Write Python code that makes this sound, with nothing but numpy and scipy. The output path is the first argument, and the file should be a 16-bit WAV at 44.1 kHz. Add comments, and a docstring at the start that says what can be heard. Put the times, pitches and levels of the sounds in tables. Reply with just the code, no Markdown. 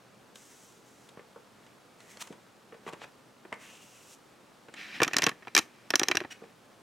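"""A small, quiet room hums throughout. On a cloth-covered table, one tarot card is pushed into place;
another is drawn from the fanned deck, laid down and slid. Card faces hiss, card edges rasp, and fingers
and cards tap softly. Near 5 s a hand rubs a camera's plastic mount, very close by, and tilts it. The
joint sticks and slips, creaking in three flurries of sharp clicks. The fingertip squeaks as it lets go,
and two soft taps follow."""
import sys
import numpy as np
from scipy import signal
from scipy.fft import rfft, irfft, next_fast_len
from scipy.io import wavfile
from scipy.ndimage import map_coordinates

SR = 44100
rng = np.random.default_rng(int(sys.argv[2]) if len(sys.argv) > 2 else 0)


def wrap_up_sound(samples):
    """Save the sound to the file named by the first command line argument, as 16-bit audio."""
    columns = np.atleast_2d(samples).T
    # keep every value between -1 and 1, then stretch to whole-number steps
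    tamed = np.clip(columns, -1, 1)
    steps = np.round(tamed * 32767).astype(np.int16)
    wavfile.write(sys.argv[1], SR, steps)


N = 300762

# tone of the room's hum: (frequency [Hz], level [dB])
HUM_TONE = [(12, -39.5), (20, -22.5), (96, -11.5), (120, 0), (154, -5), (204, 0), (367, -3.5), (446, -2.5),
            (660, -5.5), (1060, -7.5), (1260, -7.5), (1960, -13.5), (2910, -15.5), (8180, -22.5),
            (16000, -33)]
# stereo width of the room, then of direct sounds: (frequency [Hz], side minus middle [dB])
ROOM_WIDTH = [(30, -2.5), (100, -11), (400, -6), (3000, -8.5), (7000, -10.5), (14000, -31)]
DIRECT_WIDTH = [(40, -1), (100, -19), (300, -25), (600, -17), (1200, -15), (2400, -10), (4400, -18),
                (14000, -18)]
# how long the room echoes: (frequency [Hz], time to fade by 60 dB [s])
ECHO_TIMES = [(150, 0.4), (1000, 0.26), (5000, 0.17), (14000, 0.273)]

# cards sliding on cloth or on other cards: (start [s], end [s], fade time [s], hiss [dB], rasp [dB])
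CARD_SLIDES = [(.335, .68, .11, -60, -68), (0.845, 1.08, .025, -68.5, -79), (1.53, 1.74, .04, -80, -69),
               (1.97, 2.32, .03, -67, -64), (2.078, 2.114, .018, -57.5, -59), (3.579, 3.78, .025, -60, -55),
               (3.79, 4.135, .014, -61, -63.5)]
# quick card strokes that swell and break off: (break time [s], swell time [s], hiss [dB], rasp [dB])
CARD_FLICKS = [(2.225, 0.027, -41.5, -39.5), (2.897, 0.042, -56, -52), (3.047, 0.058, -65, -49),
               (4.15, .08, -62, -75)]
# tone of a card's hissing face, then of its rasping edge: (frequency [Hz], level [dB])
HISS_TONE = [(1000, -32.5), (3000, 0), (4500, -2.5), (6000, 5.5), (8000, 3), (9500, -3), (11500, -5),
             (13000, -11), (16000, -11)]
RASP_TONE = [(150, -19), (400, -10), (1100, -0.5), (1900, 0), (2500, 1.5), (3400, -0.5), (5000, -9),
             (8000, -16), (15000, -42)]
# a scraping edge rings higher as the card is laid flat: (time [s], frequency [Hz])
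EDGE_GLIDE = [(3.6, 2000), (3.73, 2750)]

# touches on the table: (time [s], level [dB], hardness [0 fingertip to 1 card edge], ring [Hz])
TABLE_TAPS = [(0.356, -49, 1.0, 3700), (1.089, -54.5, 0.96, 3700), (1.172, -46.0, 0.47, 380),
              (1.192, -47.5, 0.59, 447), (1.359, -46.5, 0.15, 574), (1.664, -58, 0.95, 3400),
              (2.003, -55, 0.87, 4270), (2.17, -50, 0.87, 4270), (2.272, -51.0, 0.87, 8000),
              (2.303, -41.5, 0.0, 540), (2.325, -49.5, 0.89, 950), (2.722, -46, 0.52, 443),
              (2.742, -50, 0.67, 465), (2.864, -40, 0.52, 497), (2.876, -40.0, 0.74, 1150),
              (2.888, -43, 0.71, 1150), (2.926, -48, 0.84, 1150), (2.932, -41, 0.81, 480),
              (3.016, -44.5, 0.59, 824), (3.041, -45.0, 0.49, 1740), (3.45, -47.0, 0.54, 355),
              (3.5205, -41, 0.3, 900), (3.5255, -35, 0.76, 1990), (3.539, -49, 1.0, 2300),
              (4.684, -48.5, 0.73, 432), (4.739, -45, 1.0, 1940), (6.417, -44.5, 0.17, 443),
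              (6.436, -49.0, 0.51, 460)]
# overall tone of the table: (frequency [Hz], level [dB])
TABLE_TONE = [(40, -18.5), (130, -2), (430, 5), (900, 11), (2500, 5), (4500, -13), (8000, -11.5),
              (15000, -33.5)]
# pitches at which the hollow table top rings: (frequency [Hz], width [Hz], boost [dB])
TABLE_RINGS = [(205, 120, 7.5), (441, 190, 5), (666, 44, -0.5), (1080, 72, 2), (1788, 23, 5),
               (2530, 110, -3), (3230, 160, 1)]
# the four bands of a tap or click, called thud, knock, ring and snap: (bottom [Hz], top [Hz])
BANDS = [(70, 550), (550, 1500), (1500, 3600), (3600, 16000)]

# skin rubbing the mount as the hand pushes: (start [s], end [s], level [dB])
SKIN_RUBS = [(4.75, 5.0, -45), (5.0, 5.29, -54), (5.57, 5.62, -53), (5.93, 6.23, -58)]
# tone of rubbing skin: (frequency [Hz], level [dB])
SKIN_TONE = [(100, -18.5), (270, -1.5), (400, -13), (900, -13), (1400, -3), (2150, 2.5), (3400, -5),
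             (5000, -11), (7000, -17.5), (15000, -32.5)]
# pitches at which the mount's plastic shell rings: (frequency [Hz], width [Hz], boost [dB])
MOUNT_RINGS = [(345, 150, 5), (769, 110, 4), (1099, 25, 2.5), (1680, 140, 1.5), (1816, 114, 6),
               (2382, 184, 5.5), (2620, 240, 3.5), (3155, 82, 4.5), (4000, 130, 6), (5250, 750, 3.5),
               (5860, 160, 5.5), (6100, 140, -1.5)]
# jerks of the mount's joint: (time [s], level [dB], hardness [0 dull thud to 1 sharp snap], ring [Hz])
MOUNT_CLICKS = [(5.002, -26.5, 0.33, 1880), (5.0171, -20.5, 0.41, 390), (5.0235, -25.5, 0.17, 1100),
                (5.032, -21.0, 0.88, 2440), (5.046, -31.0, 0.66, 2500), (5.067, -38, 0.1, 270),
                (5.078, -30.0, 0.69, 1320), (5.133, -29.5, 0.73, 2500), (5.1414, -31.0, 0.51, 1930),
                (5.161, -35.5, 0.19, 327), (5.166, -21.5, 0.72, 5350), (5.1839, -25.5, 0.7, 5500),
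                (5.192, -34, 0.3, 1830), (5.22, -25.5, 0.78, 3170), (5.232, -27.5, 0.58, 350),
                (5.2389, -23.5, 0.8, 6020), (5.265, -21.5, 0.65, 350), (5.2695, -25, 0.4, 420),
                (5.2843, -35, 0.54, 1660), (5.2915, -32.0, 0.69, 1100), (5.314, -43, 0.3, 1830),
                (5.471, -40.5, 0.34, 1100), (5.4792, -43, 0.43, 2230), (5.5496, -19.0, 0.86, 6000),
                (5.5646, -17.0, 0.73, 2420), (5.577, -19, 0.87, 1090), (5.586, -24.5, 0.78, 6350),
                (5.5897, -25.5, 0.84, 340), (5.904, -27.5, 0.7, 5500), (5.937, -23.0, 0.29, 1690),
                (5.9555, -19.5, 0.87, 5500), (5.995, -23.5, 0.79, 6100), (6.0145, -28, 0.23, 364),
                (6.0323, -25.0, 0.69, 6070), (6.084, -24, 0.72, 6130), (6.099, -33, 0.04, 370),
                (6.113, -22.5, 0.54, 2070), (6.1484, -32.0, 0.22, 360), (6.153, -32.0, 0.67, 5280),
                (6.17, -23.0, 0.79, 2670), (6.203, -36.5, 0.52, 1870), (6.2115, -35.0, 0.06, 394),
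                (6.247, -39, 0.14, 1820)]
# overall tone of the plastic: (frequency [Hz], level [dB])
PLASTIC_TONE = [(40, -17), (140, 0.5), (300, 5.5), (550, -1.5), (2000, 2.5), (4400, -3.5), (6200, 1),
                (8000, -7), (11000, -13.5), (13000, -13.5), (16000, -25.5)]
# the clicks ring a little louder on the right: (frequency [Hz], left minus right [dB])
MOUNT_BALANCE = [(700, 0), (1300, 0), (2400, -1.5), (4400, -1), (8000, 0)]
# stretches in which the joint creeps in faint slips: (start [s], end [s], average level [dB])
CREEP_SPANS = [(5.03, 5.3, -47), (5.38, 5.45, -54), (5.92, 6.26, -52)]
# pitches of the fingertip's squeak: (frequency [Hz], width [Hz], boost [dB])
SQUEAK_RINGS = [(1805, 70, 11), (2910, 100, 13.5), (5680, 140, 14)]


def amp(db):
    """Turn decibels into a gain."""
    return 10 ** (np.asarray(db) / 20)


def along(points, hz):
    """Read between a table's (frequency, value) points, with octaves evenly spaced."""
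    freqs, values = np.transpose(points)
    return np.interp(np.log(hz + 1), np.log(freqs + 1), values)


def wobble(per_s):
    """A smooth curve through per_s random values a second."""
    values = rng.standard_normal(int(N * per_s / SR) + 4)
    return map_coordinates(values, [np.arange(N) * per_s / SR])


def filtered(x, gain_at):
    """Turn each frequency of x up or down by gain_at(hz)."""
    size = next_fast_len(N + SR // 2)
    hz = np.fft.rfftfreq(size, 1 / SR)
    return irfft(rfft(x, size) * gain_at(hz), size)[..., :N]


def peak(hz, centre, width, db):
    """A rounded bump in dB around one frequency."""
    return db / (1 + (2 * (hz - centre) / width) ** 2)


def body_gain(tone, rings):
    """An object's gain by frequency: its overall tone plus the pitches it rings at."""
    return lambda hz: amp(along(tone, hz) + sum(peak(hz, *ring) for ring in rings))


def ring_after(gain):
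    """A filter with this gain that rings only after the blow (minimum phase)."""
    cepstrum = irfft(np.log(np.maximum(gain, 1e-6)))
    half = cepstrum.shape[-1] // 2
    fold_forward = np.r_[1, np.full(half - 1, 2), 1, np.zeros(half - 1)]
    return np.exp(rfft(cepstrum * fold_forward))


def stereo(pair, width):
    """Make left and right from a middle signal and a weaker side signal."""
    side = filtered(pair[1], lambda hz: amp(along(width, hz)))
    return np.array([pair[0] + side, pair[0] - side])


def noise(tone, width, grain_db, rings=()):
    """Stereo noise of average power 1; grain_db roughens it, like tiny fibres catching."""
    grains = rng.standard_normal((2, N)) * amp(grain_db * wobble(900))
    shaped = stereo(filtered(grains, body_gain(tone, rings)), width)
    return shaped / np.sqrt(np.mean(shaped ** 2) + 1e-20)


def stroke(start, end, attack_s, fade_s):
    """A hand movement: it picks up speed, holds, and dies away after its end."""
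    t = np.arange(N) / SR
    return np.clip((t - start) / attack_s, 0, 1) * np.exp(-np.maximum(t - end, 0) / fade_s)


def room_hum():
    """The air of the room hums steadily, wavering a little."""
    return amp(-58 + 0.42 * wobble(3.32)) * noise(HUM_TONE, ROOM_WIDTH, grain_db=0.84)


def card_friction():
    """Card faces hiss and edges rasp, in slow slides and quick flicks."""
    t = np.arange(N) / SR
    hiss, rasp, scrape = np.zeros((3, N))
    settle_db_per_s = 13.5  # the edge rasps less as the card settles flat
    for start, end, fade_s, hiss_db, rasp_db in CARD_SLIDES:
        speed = stroke(start, end, attack_s=0.035, fade_s=fade_s)
        hiss += amp(hiss_db) * speed
        scrape += amp(rasp_db - settle_db_per_s * np.maximum(t - start, 0)) * speed
    for end, swell_s, hiss_db, rasp_db in CARD_FLICKS:
        swell = np.exp(-2 * (np.minimum(t - end, 0) / swell_s) ** 2)
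        speed = swell * np.exp(-np.maximum(t - end, 0) / 0.0019)
        hiss += amp(hiss_db) * speed
        rasp += amp(rasp_db) * speed
    return (hiss * noise(HISS_TONE, DIRECT_WIDTH, grain_db=1.4)
            + rasp * noise(RASP_TONE, DIRECT_WIDTH, grain_db=1.5)
            + scrape * edge_scrape(width_hz=800, boost_db=12))


def edge_scrape(width_hz, boost_db):
    """A card edge scrapes the cloth; its ring rises as one pitch fades into the next."""
    times, pitches = np.transpose(EDGE_GLIDE)
    scrape = np.zeros((2, N))
    for hz, turn in zip(pitches, np.eye(len(times))):
        share = np.interp(np.arange(N) / SR, times, turn)
        rasp = noise(RASP_TONE, DIRECT_WIDTH, grain_db=2.0, rings=[(hz, width_hz, boost_db)])
        scrape += np.sqrt(share) * rasp
    return scrape


def band_mix(below_db, above_db, favour_db):
    """Harder hits sound brighter: hardness picks the main band, and the ringing band gets a lift."""
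    def gains(hardness, ring_hz):
        low, high = np.transpose(BANDS)
        step = np.arange(len(low)) - hardness * (len(low) - 1)
        falloff_db = np.where(step < 0, below_db * step, -above_db * step ** 2)
        ringing = (low <= ring_hz) & (ring_hz < high)
        gain = amp(falloff_db + favour_db * ringing)
        return gain / np.linalg.norm(gain)
    return gains


def hits(rows, body, mix, rise_s, hold_s, fade_s, jolt_db, ring_db, ring_sharpness):
    """Each hit shakes an object with a jolt and tiny slips; fade_s and jolt_db go band by band."""
    size, uneven_db = 4096, 4.5
    t = np.arange(size) / SR
    hz = np.fft.rfftfreq(size, 1 / SR) + 1
    bands = np.array([body(hz) / np.sqrt((1 + (low / hz) ** 8) * (1 + (hz / high) ** 12))
                      for low, high in BANDS])
    out = np.zeros((2, N + size))
    for start, level_db, hardness, ring_hz in rows:
        touch_s = hold_s * np.clip(1 - hardness, 0, 1)  # a softer touch lasts longer
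        fade = amp(-60 * np.maximum(t - touch_s, 0) / np.array(fade_s)[:, None])
        burst = (1 - np.exp(-t / rise_s)) * fade
        slips = burst * rng.standard_normal((2, 1, size)) * amp(uneven_db * rng.standard_normal(size))
        slips /= np.linalg.norm(slips, axis=-1, keepdims=True)
        slips[0, :, round(rise_s * SR)] += amp(jolt_db)
        # the spot that is hit brings out one pitch
        ring = amp(peak(hz, ring_hz, 100 + ring_hz / ring_sharpness, ring_db))
        parts = irfft(rfft(slips) * ring_after(bands * ring))
        # give each band the energy of 10 ms at power 1
        parts /= np.sqrt(np.sum(parts ** 2, axis=-1, keepdims=True) / (SR / 100))
        hit = np.sum(parts * mix(hardness, ring_hz)[:, None], axis=1)
        first = round(start * SR)
        out[:, first:first + size] += amp(level_db) * hit
    return stereo(out[:, :N], DIRECT_WIDTH)


def table_taps():
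    """Fingers and cards knock the hollow table top, softened by the cloth."""
    mix = band_mix(below_db=1.0, above_db=22.5, favour_db=6.0)
    return hits(TABLE_TAPS, body_gain(TABLE_TONE, TABLE_RINGS), mix,
                rise_s=0.0008, hold_s=0.005, fade_s=[0.033, 0.07, 0.038, 0.024],
                jolt_db=[-4, -4, -8, -12], ring_db=8, ring_sharpness=16)


def skin_friction():
    """The hand rubs the plastic shell with every push and rustles faintly while resting on it."""
    resting_grip = (4.7, 6.5, -66)
    effort = sum(amp(db) * stroke(start, end, attack_s=0.029, fade_s=0.0106)
                 for start, end, db in SKIN_RUBS + [resting_grip])
    flutter = amp(0.99 * wobble(45))
    return effort * flutter * noise(SKIN_TONE, DIRECT_WIDTH, grain_db=1.5, rings=MOUNT_RINGS)


def mount_creak():
    """The joint sticks, then slips in jerks, and each jerk rings the plastic shell."""
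    mix = band_mix(below_db=5.5, above_db=5, favour_db=5)
    clicks = hits(MOUNT_CLICKS + joint_creep(), body_gain(PLASTIC_TONE, MOUNT_RINGS), mix,
                  rise_s=0.0007, hold_s=0.0038, fade_s=[0.031, 0.036, 0.024, 0.014],
                  jolt_db=[0, -5, -2, -6.5], ring_db=5.5, ring_sharpness=7.1)
    left_right = np.array([[0.5], [-0.5]])
    return filtered(clicks, lambda hz: amp(along(MOUNT_BALANCE, hz) * left_right))


def joint_creep(per_s=45, scatter_db=2.5, hardness=0.35, ring_hz=1850):
    """Extra click rows: the turning joint also makes faint slips at random moments."""
    return [(rng.uniform(start, end), db + scatter_db * rng.standard_normal(), hardness, ring_hz)
            for start, end, db in CREEP_SPANS for _ in range(round((end - start) * per_s))]


def finger_squeak():
    """The fingertip lets go of the mount with a light hiss and a few narrow, squeaky pitches."""
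    squeak = amp(-43) * noise(SKIN_TONE, DIRECT_WIDTH, grain_db=1.5, rings=SQUEAK_RINGS)
    hiss = amp(-55) * noise(HISS_TONE, DIRECT_WIDTH, grain_db=2.0)
    return stroke(start=6.302, end=6.329, attack_s=0.0088, fade_s=0.0035) * (squeak + hiss)


def room_echo(x, build_s=0.0044):
    """The walls answer within a few milliseconds, and the bass lingers longest."""
    hz, t, spectrum = signal.stft(rng.standard_normal((2, SR // 2)), SR, nperseg=256)
    fade = amp(-60 * t / along(ECHO_TIMES, hz)[:, None])
    tail = signal.istft(spectrum * fade, SR, nperseg=256)[1]
    tail *= 1 - np.exp(-np.arange(tail.shape[1]) / SR / build_s)
    tail /= np.linalg.norm(tail[0])
    echo = signal.fftconvolve(x.mean(axis=0)[None], tail, axes=1)[:, :N]
    return stereo(echo, ROOM_WIDTH)


def scene():
    """The creak is very close and has little echo; the taps and rubbing carry more of the room."""
    creak = mount_creak()
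    taps = table_taps()
    pressure = amp(0.85 * wobble(30))  # a hand never presses evenly
    handling = taps + pressure * (card_friction() + skin_friction() + finger_squeak())
    echo = amp(-22) * room_echo(creak) + amp(-10.5) * room_echo(handling)
    return creak + handling + echo + room_hum()


def record(dry):
    """Cut away the very highest treble."""
    top_hz = 16000
    return filtered(dry, lambda hz: 1 / np.sqrt(1 + (hz / top_hz) ** 120))


dry = scene()
out = record(dry)
wrap_up_sound(out)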